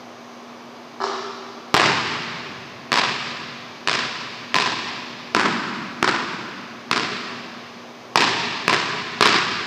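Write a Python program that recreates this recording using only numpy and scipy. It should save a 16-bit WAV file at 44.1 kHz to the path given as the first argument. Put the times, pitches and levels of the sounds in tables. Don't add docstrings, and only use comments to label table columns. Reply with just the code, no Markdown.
import sys
import numpy as np
from scipy import signal
from scipy.fft import rfft, irfft
from scipy.io import wavfile

SR = 44100
rng = np.random.default_rng(int(sys.argv[2]) if len(sys.argv) > 2 else 0)


def put_to_file(sound):
    columns = np.atleast_2d(sound).T
    safe = np.clip(columns, -1, 1)
    whole_steps = np.round(safe * 32767)
    wavfile.write(sys.argv[1], SR, whole_steps.astype(np.int16))


N = 426006

# (t/s, place from 0 at the side wall to 1 at the shooting spot,
# whole bounce level/dB, then boosts of the floor's low boom/dB, middle boom/dB, high boom/dB,
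# hollow tone/dB, board knock/dB and slap/dB, strength of the ball's cavity/dB,
# boost of the ping/dB, ping f/Hz, direct sound level/dB, boosts of first echoes/dB and far echoes/dB,
# stray echo delay/s, stray echo level/dB)
BOUNCE_TABLE = [ (1.7423, 0.0076, 16.94, 0.5, 1.5, 3.5, -2, -1.2, -0.9, 0.91, 6.5, 913, -0.13, 0.76, -1, 0.12, -13),
                (2.9189, 0.27, 11.65, -0.5, -3, 0.5, -4, -1, 2, 2.3, 2, 1010, -2.6, 2.4, 0, .0720, -2),
                (3.8743, 0.35, 9.14, 1, -2, 4, -7.5, 0, 3, 1.1, 1, 1020, -1, 2.3, -1, 0.077, -5),
                (4.5435, 0.48, 10.6, 3.5, 3.5, 0.5, -1.5, -1, 3.5, 3.7, 7.5, 1032, -1.1, 1.6, -2, .0787, -6),
                (5.3484, 0.88, 13.76, 14, 6.5, 3, -2.5, 3, -3.5, 0.3, 5, 1013, 0.24, -1.4, -2, 0.11, -4.5),
                (6.0276, 0.98, 10.7, 8.5, 9.5, 4.4, 1, 4.5, -0.9, 0.5, 2, 1032, 0.53, 0.84, -1.5, 0.064, -3),
                (6.9130, 0.91, 10, 7, 5.5, 6, -12, 1, 1.5, 1.4, 2.5, 1030, 1.1, 0.79, -3, .0580, -10),
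                (8.1576, 0.95, 15.2, 4.5, 1.2, 4, 0.5, -3, 2.5, 3.5, 7, 953, -0.31, -1.4, -3.5, .0848, -10),
                (8.68, 0.96, 14.26, -0.3, 2, 6, -6, -1, -0.8, 1.4, -1, 1046, -0.19, -0.4, -3.3, .0580, -10),
                (9.209, 0.88, 15.4, 3, 3, 6, -4.5, 2.5, 3, 0.79, -2, 1200, -1.4, 0.47, -0.5, 0.08, -17)]
# (f/Hz, relative level/dB)
CONTACT_COLOUR = [(30, -24), (60, -17.5), (125, 0), (230, -2.5), (400, 1), (520, -1.8), (800, 1.7),
                  (1020, 7.5), (1450, 2.9), (2500, 0), (3400, -4), (5100, -5), (6100, -14), (8200, -20),
                  (11000, -36), (15000, -75)]
# (f/Hz, width/octaves)
FLOOR_BAND_TABLE = [(228, .27), (338, .13), (422, .13), (868, .097), (1440, .22), (4200, .72)]
# (f/Hz, width/octaves, share of the cavity dB)
CAVITY_BAND_TABLE = [(555, .13, -.5), (700, .09, .5), (1030, .07, .5), (1440, .06, -.9), (1740, .09, .7),
                     (2130, .06, -.7), (2500, .08, .4), (3100, .07, -.3), (3530, .06, .4)]
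# (f/Hz, level/dB, t60/s)
FLOOR_RING = [(241.5, -63, 0.11), (355, -60, 0.2), (427, -48, 0.16)]
# (f/Hz, level/dB, t60/s)
BALL_AIR_RING = [(925, -59, .18), (1017, -57, .17), (1599, -59, .2), (1690, -59, .16), (2725, -63, .22),
                 (3305, -66, .22), (3575, -66, .25)]
# (f/Hz, level/dB, t60/s)
THUD_AND_CRACK = [(282, -40.5, 0.041), (2540, -28, 0.007)]
# (t/s, length/s, start f/Hz, end f/Hz, level/dB)
CATCH_NOTE = (8.345, .095, 948, 915, -26.5)

# (t/s, level/dB)
BOARD_TOUCHES = [(1.003, -2), (1.008, -6), (1.014, 1), (1.020, 2), (1.030, -2), (1.040, 8), (1.052, -2),
                 (1.067, 1.5), (1.098, -1), (1.117, -2)]
# (f/Hz, relative level/dB)
CLATTER_COLOUR = [(100, -21), (280, -9.5), (390, 17.5), (500, 2), (600, 5), (740, 10), (850, 6), (950, 8.5),
                  (1300, 11.5), (1550, -2), (1700, 2), (2000, -11), (3000, -15), (5300, -16), (7000, -27),
                  (12000, -74)]
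# (f/Hz, level/dB before the mix raises it, t60/s)
BOARD_RING = [(392, -33, .22), (680, -49, .2), (770, -46, .22), (925, -46, .22), (1141, -48, .18),
              (1285, -47, .18), (1690, -53, .25), (2902, -56, .25), (3984, -61, .25)]
# (f/Hz, relative level/dB)
RATTLE_COLOUR = [(500, -20), (1800, 3), (3000, 3), (5200, 5.5), (6500, -5), (8500, -18), (12000, -81)]

# (delay at wall/s, delay at spot/s, level at wall/dB, level at spot/dB)
FIRST_ECHOES = [(.0066, .0187, -1.5, -4), (.0240, .0161, -3, -3.5), (.0346, .0499, -6, -1.5),
                (.0555, .0576, -4.5, -6.5), (.0654, .0645, -9, -3.5), (.0740, .0849, -8, -8)]
# (delay at wall/s, delay at spot/s, level at wall/dB, level at spot/dB)
LATER_ECHOES = [(.0985, .0935, -12, -14), (.1166, .1168, -8, -11), (.1200, .1208, -10, -10.5),
                (.1285, .1352, -10, -11.5), (.1760, .1765, -11.5, -15)]
# (f/Hz, t60/s)
GYM_DECAY = [(100, 5.05), (250, 2.64), (550, 1.32), (1100, 2.09), (2200, 2.59), (4500, 2.39), (8000, 1.7),
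             (14000, 0.23)]

# (f/Hz, relative level/dB per Hz)
VENTILATION_COLOUR = [(30, -29), (70, -18), (120, -3), (170, -7.5), (240, 0.5), (290, -1), (370, 2.5),
                      (480, -1.5), (680, 1), (920, -2.5), (1120, 0.5), (1400, -7.5), (3200, -13.5),
                      (4900, -16), (7000, -28), (14000, -88)]
# (multiple of the ballast hum, rms level/dB)
LAMP_HUM = [(1, -67.5), (2, -46.5), (19, -60.5), (21, -72)]
LAMP_BUZZ = [39, 42, 43, 48, 49, 52, 54]

SIZE = 2 ** 17
AGE = np.arange(SIZE) / SR
HZ = np.fft.rfftfreq(SIZE, 1 / SR) + 1

PING_BASE_DB, PING_T60_S = -42.5, .1
RATTLE_DB, RATTLE_PER_S, RATTLE_PEAK_S = 3, 700, 0.036
HALL_AT_WALL_DB, HALL_AT_SPOT_DB = 2.5, 0.73
SWELL_AT_WALL_S, SWELL_AT_SPOT_S = 0.039, 0.023
RETURN_S, RETURN_WIDTH_S, RETURN_BASE_DB = 0.14, 0.045, 2.16
ECHO_BASS_HZ, AIR_CUT_HZ = 150, 8100
VENTILATION_DB, BUZZ_DB, HISS_DB = -40.5, -68.5, -66
HUM_HZ = 119.99
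CUTOFF_HZ = 15000


def bounces():
    out = np.zeros(N)
    floor = np.array([bump(hz, octaves) for hz, octaves in FLOOR_BAND_TABLE])
    cavity = sum(share * bump(hz, octaves) for hz, octaves, share in CAVITY_BAND_TABLE)
    for (s, place, db, *floor_db, cavity_db, ping_db, ping_hz,
         direct_db, echo_db, far_db, stray_s, stray_db) in BOUNCE_TABLE:
        colour_db = np.dot(floor_db, floor) + cavity_db * cavity
        hit = impact(CONTACT_COLOUR, colour_db)
        hit += ring(FLOOR_RING, spread_db=2.5)
        hit += ring(BALL_AIR_RING, spread_db=4.0)
        hit += ring([(ping_hz, PING_BASE_DB + ping_db, PING_T60_S)], spread_db=0.5)
        hall_db = between(place, HALL_AT_WALL_DB, HALL_AT_SPOT_DB)
        heard = gym(hit, place, hall_db, direct_db=direct_db, direct_s=0.0025,
                    echo_db=echo_db - 2.0, far_db=far_db, surge_db=RETURN_BASE_DB + .5 * far_db,
                    scatter_db=-2.0, scatter_s=0.003, strays=[(stray_s, stray_db)])
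        add(out, s, from_db(db) * (heard + ring(THUD_AND_CRACK, spread_db=5.5)))
    return out


def hand_note():
    s, length_s, start_hz, end_hz, db = CATCH_NOTE
    part = np.linspace(0, 1, round(length_s * SR))
    pitch_hz = start_hz + (end_hz - start_hz) * part
    phase = 2 * np.pi * np.cumsum(pitch_hz) / SR
    out = np.zeros(N)
    add(out, s, from_db(db) * np.sin(np.pi * part) * np.sin(phase))
    return out


def backboard():
    touches, first_s = np.zeros(SIZE), BOARD_TOUCHES[0][0]
    for s, db in BOARD_TOUCHES:
        add(touches, s - first_s, from_db([db]))
    clatter = signal.fftconvolve(touches, impact(CLATTER_COLOUR))[:SIZE]
    panel = from_db(11.0) * ring(BOARD_RING, spread_db=1)
    bass_cut = signal.butter(2, 220, "high", fs=SR, output="sos")
    sound = signal.sosfilt(bass_cut, clatter + panel + rattle())
    heard = gym(sound, place=0, hall_db=-4.0, direct_db=-1.5, direct_s=0.0069, echo_db=-12.0,
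                far_db=-15.0, surge_db=1.0, scatter_db=3.0, scatter_s=0.0023)
    out = np.zeros(N)
    add(out, first_s, heard)
    return out


def rattle():
    ticks = rng.standard_normal(SIZE) * (rng.random(SIZE) < RATTLE_PER_S / SR)
    ticks *= AGE * np.exp(-AGE / RATTLE_PEAK_S)
    swarm = rms_one(ticks) / np.sqrt(SIZE)
    return from_db(RATTLE_DB) * signal.fftconvolve(swarm, impact(RATTLE_COLOUR))[:SIZE]


def gym(sound, place, hall_db, direct_db, direct_s, echo_db, far_db, surge_db, scatter_db, scatter_s,
        strays=()):
    build_s = between(place, SWELL_AT_WALL_S, SWELL_AT_SPOT_S)
    late = from_db(hall_db) * reverberation(early_db=16.0, early_t60=0.34, late_db=12.0, build_s=build_s,
                                            grain_s=.17, clump_db=1.28, surge_db=surge_db)
    late += from_db(far_db) * echoes(LATER_ECHOES, place, scatter_db, scatter_s)
    for delay_s, db in strays:
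        bunch = cluster(width_s=0.0054)
        add(late, delay_s - len(bunch) / SR / 2, from_db(db) * bunch)
    paths = signal.sosfilt(signal.butter(8, AIR_CUT_HZ, fs=SR, output="sos"), late)
    paths += from_db(echo_db) * echoes(FIRST_ECHOES, place, scatter_db, scatter_s)
    add(paths, 0, from_db(direct_db) * splash(db=4.0, decay_s=direct_s))
    return signal.fftconvolve(sound, paths)[:SIZE]


def echoes(table, place, scatter_db, scatter_s):
    out = np.zeros(SIZE)
    for wall_s, spot_s, wall_db, spot_db in table:
        delay_s = between(place, wall_s, spot_s)
        gain = from_db(between(place, wall_db, spot_db))
        add(out, delay_s, gain * splash(scatter_db + 30 * delay_s, scatter_s))
    return signal.sosfilt(signal.butter(1, ECHO_BASS_HZ, "high", fs=SR, output="sos"), out)


def splash(db, decay_s):
    t = AGE[:SR // 40]
    noise = rng.standard_normal(len(t)) * np.exp(-t / decay_s)
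    even = irfft(np.exp(1j * np.angle(rfft(noise))), len(t))
    burst = from_db(db) * rms_one(even * np.exp(-t / (2 * decay_s))) / np.sqrt(len(t))
    burst[0] += 1
    return burst / np.sqrt(np.sum(burst ** 2))


def cluster(width_s):
    t = AGE[:SR // 25]
    bunch = rng.standard_normal(len(t)) * np.exp(-.5 * ((t - t[-1] / 2) / width_s) ** 2)
    return rms_one(bunch) / np.sqrt(len(t))


def reverberation(early_db, early_t60, late_db, build_s, grain_s, clump_db, surge_db):
    density = np.clip(.06 + (AGE / grain_s) ** 2, 0.001, 1)
    clicks = rng.standard_normal(SIZE) * (rng.random(SIZE) < density) / np.sqrt(density)
    arrivals = rfft(clicks)
    centres = np.geomspace(70, 17920, 9)
    out = np.zeros(SIZE)
    for hz, share in zip(centres, np.eye(len(centres))):
        band = irfft(arrivals * np.interp(np.log(HZ), np.log(centres), share))
        out += band * fade(AGE, at_hz(GYM_DECAY, hz))
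    early = from_db(early_db) * fade(AGE, early_t60)
    knots = AGE[::400]
    wander = np.interp(AGE, knots, rng.standard_normal(len(knots)))
    clumps = from_db(clump_db * np.exp(-AGE / 0.7) * wander)
    surge = from_db(surge_db * np.exp(-.5 * ((AGE - RETURN_S) / RETURN_WIDTH_S) ** 2))
    swell = 1 - np.exp(-AGE / build_s)
    return out * clumps * surge * np.hypot(early, from_db(late_db)) * swell / np.sqrt(SR)


def ventilation():
    colour = from_db(at_hz(VENTILATION_COLOUR, np.fft.rfftfreq(N, 1 / SR) + 1))
    rush = irfft(rfft(rng.standard_normal(N)) * colour, N)
    return from_db(VENTILATION_DB) * rms_one(rush)


def lamps(waver_db):
    t, out = np.arange(N) / SR, np.zeros(N)
    knots = np.linspace(0, t[-1], 60)
    tones = list(LAMP_HUM) + [(multiple, BUZZ_DB) for multiple in LAMP_BUZZ]
    for multiple, db in tones:
        wavering_db = db + waver_db * rng.standard_normal(len(knots))
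        gain = np.interp(t, knots, from_db(wavering_db))
        cycles = round(multiple) * HUM_HZ * t + rng.random()
        out += np.sqrt(2) * gain * np.sin(2 * np.pi * cycles)
    return out


def microphone_hiss():
    return from_db(HISS_DB) * rng.standard_normal(N)


def impact(spectrum, colour_db=0):
    gain = rms_one(from_db(at_hz(spectrum, HZ))) * from_db(colour_db)
    cepstrum = irfft(np.log(gain))
    cepstrum[1:SIZE // 2] *= 2
    cepstrum[SIZE // 2 + 1:] = 0
    return irfft(np.exp(rfft(cepstrum)))


def ring(modes, spread_db):
    t, out = AGE[:SR], np.zeros(SIZE)
    for hz, db, t60 in modes:
        strength = from_db(db + spread_db * rng.standard_normal())
        out[:SR] += strength * fade(t, t60) * np.sin(2 * np.pi * hz * t)
    return out


def fade(t, t60):
    return np.exp(-np.log(1000) * t / t60)


def from_db(db):
    return 10 ** (np.asarray(db) / 20)


def rms_one(x):
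    return x / np.sqrt(np.mean(x ** 2) + 1e-20)


def at_hz(points, hz):
    known_hz, values = np.transpose(points)
    return np.interp(np.log(hz), np.log(known_hz), values)


def bump(centre_hz, octaves):
    return np.exp(-.5 * (np.log2(HZ / centre_hz) / octaves) ** 2)


def between(place, at_wall, at_spot):
    return np.interp(place, [0, 1], [at_wall, at_spot])


def add(track, s, sound):
    start = max(round(s * SR), 0)
    part = sound[:len(track) - start]
    track[start:start + len(part)] += part


def scene():
    ball = bounces() + hand_note()
    background = ventilation() + lamps(waver_db=2.0) + microphone_hiss()
    return np.tile(ball + backboard() + background, (2, 1))


def record(dry):
    thin = signal.sosfilt(signal.butter(2, 95, "high", fs=SR, output="sos"), dry)
    clipped = thin / (1 + thin ** 8) ** (1 / 8)
    coupled = signal.sosfilt(signal.butter(1, 45, "high", fs=SR, output="sos"), clipped)
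    return signal.sosfilt(signal.ellip(10, .1, 80, CUTOFF_HZ, fs=SR, output="sos"), coupled)


dry = scene()
out = record(dry)
put_to_file(out)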